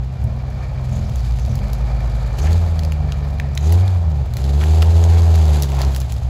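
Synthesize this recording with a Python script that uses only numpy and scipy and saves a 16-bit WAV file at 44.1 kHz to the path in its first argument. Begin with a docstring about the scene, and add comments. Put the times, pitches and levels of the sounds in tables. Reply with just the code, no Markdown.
"""Two engines throb in a conifer forest: a four-cylinder off-roader idles, then revs three times as it
crawls over brush, while a second engine hunts at low speed nearby. Each is a train of firing pulses
filtered by a resonant exhaust, over mechanical clatter and an airy hiss that pulse with the firings.
Under the tyres twigs crackle, branches snap and logs knock: brief impulses that excite the wood.
The trunks scatter it all into a thin reverberation."""
import sys
import numpy as np
from scipy import signal
from scipy.fft import rfft, irfft, next_fast_len
from scipy.io import wavfile
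from scipy.ndimage import map_coordinates

SR = 44100
rng = np.random.default_rng(int(sys.argv[2]) if len(sys.argv) > 2 else 0)


def put_to_file(sound):
    """Save the sound as 16-bit audio at rate SR, in the file named by the first command-line argument."""
    columns = np.atleast_2d(sound).T  # one column per channel
    safe = np.clip(columns, -1, 1)
    whole_steps = np.round(safe * 32767)
    wavfile.write(sys.argv[1], SR, whole_steps.astype(np.int16))


N = 277461
TIME = np.arange(N) / SR
TOP_HZ = 15500
REV_CRUISE_HZ, SLOW_CRUISE_HZ = 70, 45  # firing rates at which the base levels hold
LOAD, VOICE, RUSH = 0, 1, 2  # effects of a throttle press: load, bark or growl, rush


# speed of the off-roader's engine: (time [s], firing rate [Hz])
REV_SPEED = [(0, 64.1), (2.37, 64.02), (2.5, 81.3), (2.59, 85.4), (3.13, 70.53), (3.59, 69.6),
             (3.72, 83.95), (3.858, 95.7), (4.03, 83.8), (4.31, 60.27), (4.69, 78.36), (4.92, 82.8),
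             (5.15, 83.9), (5.36, 81.46), (5.671, 68.95), (5.82, 66), (5.922, 67.97), (6.102, 58.9)]
# its throttle: (time [s], held [s], load [1 = firm], added bark [dB], added rush [dB])
PRESSES = [(2.36, 0.17, 0.83, 13, 19), (3.61, 0.15, 1.05, 15.5, 20), (4.041, .17, .55, 3, 0),
           (4.348, .34, 0.88, 11.5, 19.5), (4.57, 1.06, 1.12, 14.5, 21.5), (5.66, .22, 1.56, 11.5, 17.5)]
# exhaust response for its round note, off throttle: (frequency [Hz], level [dB])
NOTE = [(58, -27.5), (64, -26.5), (68, -22.5), (78, -17.5), (84, -16), (95, -14.5), (118, -27.5),
        (128, -28), (145, -25.5), (166, -31), (182, -37)]
# exhaust response for its bark: (frequency [Hz], relative level [dB])
BARK = [(180, 15), (245, -0.5), (330, 3), (415, 7), (500, -6), (585, -9), (700, -1), (830, -1.5),
        (1000, -13.5), (1500, -44)]

def revving_engine():
    """Forced vibration: firings drive the exhaust pipe, and load lifts the upper harmonics to a bark."""
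    hz, = curves(REV_SPEED)
    phase = crank(hz)
    load = throttle(PRESSES, LOAD, attack_s=0.051, release_s=0.088)
    first = response(NOTE, hz) * undb(6.5 * load)
    second = response(NOTE, 2 * hz) * undb(2 * load)
    note = np.sqrt(2) * (first * np.sin(2 * np.pi * phase) + second * np.sin(4 * np.pi * phase))
    # unequal cylinders add faint sidebands between the harmonics
    imbalance = np.sin(np.pi * phase / 2) + 0.15 * np.sin(np.pi * phase)
    push_db = throttle(PRESSES, VOICE, attack_s=0.028, release_s=0.073)
    bark_db = -46.5 - 0.0316 * (hz - REV_CRUISE_HZ) + push_db
    bark = undb(bark_db) * harmonics(phase, hz, BARK, scatter=0.17, evenness=0.94, first=3, count=14)
    note *= 1 + 0.025 * imbalance + 0.055 * walk(40)
    bark *= 1 + 0.027 * imbalance + 0.15 * walk(70)
    return note + bark, phase


# speed of the slow engine: (time [s], firing rate [Hz])
SLOW_SPEED = [(0, 30.3), (0.119, 30.35), (.4, 45.12), (.7, 48.45), (0.858, 41.4), (1.059, 42.35),
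              (1.19, 29.98), (1.41, 27.38), (1.5, 39.07), (1.629, 50.5), (1.82, 55.42), (2.2, 53.8),
              (2.949, 44.8), (3.139, 50.55), (3.4, 45.68), (3.651, 36.48), (4.03, 32), (4.25, 41.9),
              (4.42, 34.8), (6.29, 34.01)]
# swell of its boom and mechanical noise: (time [s], gain [dB])
SLOW_LEVEL = [(0, -5.5), (.78, 0), (1.24, 2), (1.52, 0), (2.15, 2.5), (3.05, 0), (3.38, -1), (3.85, -7.5),
              (4.25, -2.5), (4.8, -5.5), (5.85, -13), (6.29, -6)]
# its throttle: (time [s], held [s], load [1 = firm], added growl [dB])
DABS = [(.19, 0.091, 1.17, 10.5), (.87, 0.18, 0.55, 14), (1.43, 0.2, 0.68, 11.5), (2.45, .4, 0.04, 3.5),
        (2.97, 0.084, 0.37, 8), (3.15, 0.29, 0.026, 6), (4.2, .12, 0.7, 1), (5.45, 0.89, 1.08, 1)]
# response of its silencer: (frequency [Hz], relative level [dB])
BOOM = [(28, -24), (42, -10), (48, -7.5), (56, 10), (80, -5.5), (100, -9.5), (116, 0), (135, -11.5),
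        (165, -21.5), (210, -64)]
# response of its pipe: (frequency [Hz], relative level [dB])
GROWL = [(120, -52), (165, -7.5), (208, 6.5), (238, 0), (280, -20.5), (330, -20), (400, -21.5), (600, -10),
         (900, -22.5)]

def slow_engine():
    """Resonance: harmonics boom as they cross the silencer's peaks; the pipe growls under throttle."""
    hz, = curves(SLOW_SPEED)
    level_db, = curves(SLOW_LEVEL)
    phase = crank(hz)
    boom_db = -22.5 + level_db + 8 * throttle(DABS, LOAD, attack_s=0.018, release_s=0.054)
    push_db = throttle(DABS, VOICE, attack_s=0.038, release_s=0.072)
    growl_db = -43 + 0.16 * (hz - SLOW_CRUISE_HZ) + push_db
    boom = undb(boom_db) * harmonics(phase, hz, BOOM, scatter=0.21, evenness=0.46, first=1, count=6)
    growl = undb(growl_db) * harmonics(phase, hz, GROWL, scatter=0.29, evenness=1, first=3, count=16)
    return boom * undb(0.24 * walk(35)) + growl * undb(2.85 * walk(45)), phase


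# spectrum of the dull clatter: (frequency [Hz], relative density [dB])
CLATTER = [(150, 1.5), (300, -5), (440, -2), (560, 2.5), (740, 3), (950, -4), (1250, -11), (1450, -13),
           (2500, -32.5), (6000, -29)]
# spectrum of the bright rattle: (frequency [Hz], relative density [dB])
RATTLE = [(900, -15), (1250, 3.5), (1480, -6), (1800, 0.5), (2020, -8), (2380, 3.5), (2650, -17),
          (3500, -14.5), (4600, -8), (7000, -33)]

def running_gear(rev_phase, slow_phase):
    """Amplitude modulation: the noise of gas and valves pulses in step with the firings."""
    both = pulsation(rev_phase, sharpness=0.22) * pulsation(slow_phase, sharpness=0.12)
    slow = pulsation(slow_phase, sharpness=0.21)
    clatter = colour(rng.standard_normal(N) * both * undb(1.2 * walk(30)), CLATTER)
    rattle = colour(rng.standard_normal(N) * slow * undb(2.5 * walk(50)), RATTLE)
    clatter *= effort(rev_law=(-42, 0.21, 6.9), slow_law=(-42.5, 0.25, 0.83))
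    rattle *= effort(rev_law=(-60.5, 0.57, 4), slow_law=(-49, 0.19, 3))
    return clatter + rattle


def effort(rev_law, slow_law):
    """Incoherent sources add in power; each engine's noise grows with its speed and load."""
    def gain(speed, cruise_hz, presses, base_db, db_per_hz, load_db):
        hz, = curves(speed)
        load = throttle(presses, LOAD, attack_s=0.3, release_s=0.2)
        return undb(base_db + db_per_hz * (hz - cruise_hz) + load_db * load)
    level_db, = curves(SLOW_LEVEL)
    return np.hypot(gain(REV_SPEED, REV_CRUISE_HZ, PRESSES, *rev_law),
                    gain(SLOW_SPEED, SLOW_CRUISE_HZ, DABS, *slow_law) * undb(level_db))


# leaves brushing the body: (time [s], level [dB])
BRUSHING = [(0, -62), (.72, -54), (.95, -48), (1.45, -46), (1.9, -49.5), (2.35, -46.5), (3.0, -54.5),
            (4.25, -52.5), (5.4, -43), (5.9, -43.5), (6.29, -48)]
# spectrum of the hiss: (frequency [Hz], relative density [dB])
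HISS = [(300, 12.5), (1300, 3.5), (2000, 2.5), (2900, 3.5), (4000, 5.5), (4900, 3.5), (5600, -3.5),
        (6300, 3), (7600, 3.5), (11000, -1.5), (15000, -10), (16000, -26)]

def hiss(rev_phase):
    """Broadband noise: brushing leaves add in power to the rush of fan and tyres under throttle."""
    brushing_db, = curves(BRUSHING)
    rush_db = -58.5 + throttle(PRESSES, RUSH, attack_s=0.011, release_s=0.29)
    noise = rng.standard_normal(N) * pulsation(rev_phase, sharpness=0.23) * undb(2.37 * walk(60))
    return colour(noise, HISS) * np.hypot(undb(brushing_db), undb(rush_db))


# breaks: (time [s], relative ring level [dB], ring frequency [Hz], relative crack level [dB])
SNAPS = [(0.2407, -69, 2150, -53.5), (1.158, -40.5, 6360, -49), (1.5544, -44, 4480, -46),
         (1.7318, -36, 4505, -43.5), (2.388, -36.5, 1692, -47), (2.5294, -31.5, 4570, -54),
         (2.7923, -31.5, 3486, -49), (2.834, -36, 4780, -57), (2.849, -33.5, 4500, -52),
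         (2.9211, -32, 1883, -46), (3.1212, -29, 3010, -61), (3.3987, -24, 1718, -56),
         (3.5517, -41, 4500, -46), (3.5748, -27, 2017, -52), (3.576, -24.5, 3900, -45),
         (3.723, -34, 1960, -35.5), (3.8786, -34, 3930, -58), (4.337, -38, 4100, -47),
         (4.3689, -30.5, 4320, -43), (4.4411, -34, 3774, -61), (4.6108, -34, 2040, -60),
         (4.638, -30, 1829, -44), (4.8216, -25.5, 2560, -39), (4.826, -24, 1353, -44),
         (5.0393, -27.5, 6270, -49.5), (5.3566, -34, 4320, -44), (5.6229, -27.5, 5586, -31.5),
         (5.6335, -28.5, 3862, -44), (5.8165, -25.5, 4450, -42), (5.9478, -31.5, 3767, -44),
         (5.9624, -31, 2047, -36.5), (6.0023, -48.5, 4535, -39.5), (6.1217, -31, 6580, -46)]
# modes of a stick: (frequency [multiple of the ring frequency], relative level [dB])
STICK_MODES = [(.55, 5.5), (1, 14), (1.35, 7), (1.95, -3), (2.65, -6)]

def branches(crack_s, tear_s, mode_q, rustle_s, rustle_db, ring_gain_db, crack_gain_db):
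    """Impulse excitation: tearing fibres crack and ring the stick's modes; a faint rustle follows."""
    t = TIME[:4096]
    out = np.zeros(N + len(t))
    thin = signal.butter(4, 1100, "high", fs=SR, output="sos")  # a thin stick radiates no bass
    bright = signal.butter(2, [5500, 14500], "band", fs=SR, output="sos")
    rise = (1 - np.exp(-t / 0.00042)) ** 2
    rustle = undb(rustle_db) * np.exp(-t / rustle_s)
    for s, ring_db, hz, crack_db in SNAPS:
        fibres, wood = rng.choice([-1, 1], (2, len(t)))
        crack = signal.sosfilt(bright, fibres * rise * (np.exp(-t / crack_s) + rustle))
        tear = wood * rise * (np.exp(-t / tear_s) + rustle)
        modes = sum(undb(db) * resonate(tear, min(hz * k, TOP_HZ), mode_q) for k, db in STICK_MODES)
        ring = undb(ring_db + ring_gain_db) * unit(signal.sosfilt(thin, modes))
        start = int(s * SR)
        out[start:start + len(t)] += ring + undb(crack_db + crack_gain_db) * unit(crack)
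    return out[:N]


# wheels striking logs: (time [s], relative level [dB], frequency [Hz])
KNOCKS = [(0.324, -23, 570), (1.479, -20, 660), (2.457, -23, 471), (4.823, -15, 484), (5.809, -15, 683.4)]

def logs(ring_s, gain_db):
    """Damped oscillation: a thick log answers a blow with one short, low ring."""
    out = 0
    for s, db, hz in KNOCKS:
        t = np.maximum(TIME - s, 0)
        envelope = np.exp(-t / ring_s) - np.exp(-t / 0.00037)
        out = out + undb(db + gain_db) * np.sin(2 * np.pi * hz * t) * envelope
    return out


def twigs(per_second, spread_db, gain_db):
    """Shot noise: crushed twigs crack in random clusters, louder with the brushing and the load."""
    brushing_db, = curves(BRUSHING)
    push_db = 2.5 * throttle(PRESSES, LOAD, attack_s=0.03, release_s=0.09)
    chance, size, sign = rng.random(N), rng.exponential(size=N), rng.choice([-1, 1], N)
    rate = per_second * undb(4 * walk(4))
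    impulses = (chance < rate / SR) * undb(spread_db * np.minimum(size, 2.5))
    splinters = sign * signal.fftconvolve(impulses, np.exp(-TIME[:256] / 0.0005))[:N]
    crackle = colour(splinters, [(2000, 1), (4500, 3), (11500, -2.5), (15500, -7)])
    return crackle * undb(brushing_db + push_db + gain_db)


# leafy twigs scraping the body: (time [s], half-length [s], centre frequency [Hz], level [dB])
SWISHES = [(.95, 0.052, 6740, -46), (1.06, 0.023, 5447, -48), (1.22, 0.079, 4700, -49),
           (1.417, 0.022, 6200, -48), (1.518, 0.027, 5900, -50), (2.43, 0.053, 6260, -40.5),
           (3.66, 0.057, 6540, -45)]
# wood crunching under the tyres: (time [s], half-length [s], centre frequency [Hz], level [dB])
CRUNCHES = [(2.48, 0.033, 1890, -36), (4.625, 0.014, 1540, -33), (5.15, .04, 1898, -42),
            (5.8, 0.086, 759.6, -30.5), (5.82, 0.018, 3787, -36.5)]

def rubbing(rubs, q, grain_db):
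    """Friction noise: each rub of leaves or wood is a short, grainy swell in its own band."""
    out = 0
    for s, half_s, hz, db in rubs:
        grains = rng.standard_normal(N) * undb(grain_db * walk(150))
        out = out + resonate(grains, hz, q) * undb(db) * np.exp(-((TIME - s) / half_s) ** 2)
    return out


def trunks(x, t60_s, wet_db):
    """Multiple scattering: tree trunks add a thin, decaying tail of middle and treble."""
    t = TIME[:SR]
    tail = rng.standard_normal(SR) * undb(-60 * t / t60_s) * (1 - np.exp(-t / 0.0081))
    band = signal.butter(1, [400, 5000], "band", fs=SR, output="sos")
    tail = signal.sosfilt(band, tail / np.linalg.norm(tail))
    return x + undb(wet_db) * signal.fftconvolve(x, tail)[:N]


# spectrum of the forest air: (frequency [Hz], relative density [dB])
AIR = [(20, -31), (35, -13), (80, 9), (160, 0), (300, -40), (1000, -27.5), (4000, -34.5), (15000, -56)]

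def forest_air(level_db):
    """Stationary noise: a low, steady rumble lies under everything."""
    return undb(level_db) * colour(rng.standard_normal(N), AIR)


def throttle(presses, effect, attack_s, release_s):
    """First-order lag: an effect builds while the pedal is down, then decays; the strongest rules."""
    out = 0
    for s, held, *effects in presses:
        rise = 1 - np.exp(-np.clip(TIME - s, 0, held) / attack_s)
        fall = np.exp(-np.maximum(TIME - s - held, 0) / release_s)
        out = np.maximum(out, effects[effect] * rise * fall)
    return out


def crank(hz):
    """Phase [cycles] is the integral of firing rate; the crank turns slightly unevenly."""
    return np.cumsum(hz) / SR + 0.007 * walk(18)


def harmonics(phase, hz, spectrum, scatter, evenness, first, count):
    """Fourier series of pulses in a pipe; scatter [cycles] smears them, evenness 1 levels the power."""
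    out, power = 0, 0
    for k in range(first, first + count):
        gain = response(spectrum, k * hz[::64]).repeat(64)[:N]
        out = out + gain * np.cos(2 * np.pi * (k * phase + scatter * rng.standard_normal()))
        power = power + gain ** 2 / 2
    return out / np.sqrt(power) ** evenness


def pulsation(phase, sharpness):
    """Periodic envelope: one swell for each firing."""
    return unit(np.exp(sharpness * np.cos(2 * np.pi * phase)))


def resonate(x, hz, q):
    """Second-order resonance of bandwidth hz / q, at rms 1."""
    return unit(signal.lfilter(*signal.iirpeak(hz, q, SR), x))


def response(spectrum, hz):
    """Frequency response as a gain, falling 20 dB per octave beyond the table's ends."""
    table_hz, db = np.transpose(spectrum)
    octaves, at = np.log2(table_hz), np.log2(np.maximum(hz, 1))
    outside = np.abs(at - np.clip(at, octaves[0], octaves[-1]))
    return undb(np.interp(at, octaves, db) - 20 * outside)


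def colour(x, spectrum):
    """Linear filtering by a spectrum, at rms 1."""
    size = next_fast_len(N)
    gain = response(spectrum, np.fft.rfftfreq(size, 1 / SR))
    return unit(irfft(rfft(x, size) * gain, size)[:N])


def walk(rate_hz):
    """Smooth random fluctuation of spread near 1."""
    knots = rng.standard_normal(4096)
    return map_coordinates(knots, [TIME[::32] * rate_hz], order=3, mode="wrap").repeat(32)[:N]


def curves(table):
    """Linear interpolation of each column over time."""
    s, *columns = np.transpose(table)
    return [np.interp(TIME, s, column) for column in columns]


def undb(db):
    """Decibels to amplitude ratio."""
    return 10 ** (np.asarray(db) / 20)


def unit(x):
    """Normalisation to rms 1."""
    return x / np.sqrt(np.mean(x ** 2))


def scene():
    """Superposition: engines, running gear and breaking wood sum among the trees."""
    revving, rev_phase = revving_engine()
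    slow, slow_phase = slow_engine()
    brush = rubbing(SWISHES, q=8.33, grain_db=4.5) + twigs(per_second=70, spread_db=7, gain_db=-6.5)
    snaps = branches(crack_s=0.00032, tear_s=0.00074, mode_q=4.17, rustle_s=0.014, rustle_db=-33,
                     ring_gain_db=-12.5, crack_gain_db=-1.5)
    crunch = rubbing(CRUNCHES, q=2.5, grain_db=4)
    knocks = logs(ring_s=0.0042, gain_db=-5)
    machines = revving + slow + running_gear(rev_phase, slow_phase) + hiss(rev_phase)
    direct = machines + brush + snaps + crunch + knocks
    air = forest_air(level_db=-32.5)
    return (trunks(direct, t60_s=0.61, wet_db=-13) + air)[None]


# notches of the microphone: (frequency [Hz], bandwidth [Hz])
NOTCHES = [(8930, 3380), (13250, 2170)]

def record(dry):
    """Band limiting: the microphone notches the treble, and a steep low-pass cuts the top."""
    for hz, width in NOTCHES:
        dry = signal.lfilter(*signal.iirnotch(hz, hz / width, SR), dry)
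    return signal.sosfilt(signal.ellip(8, 0.2, 70, TOP_HZ, fs=SR, output="sos"), dry)


dry = scene()
out = record(dry)
put_to_file(out)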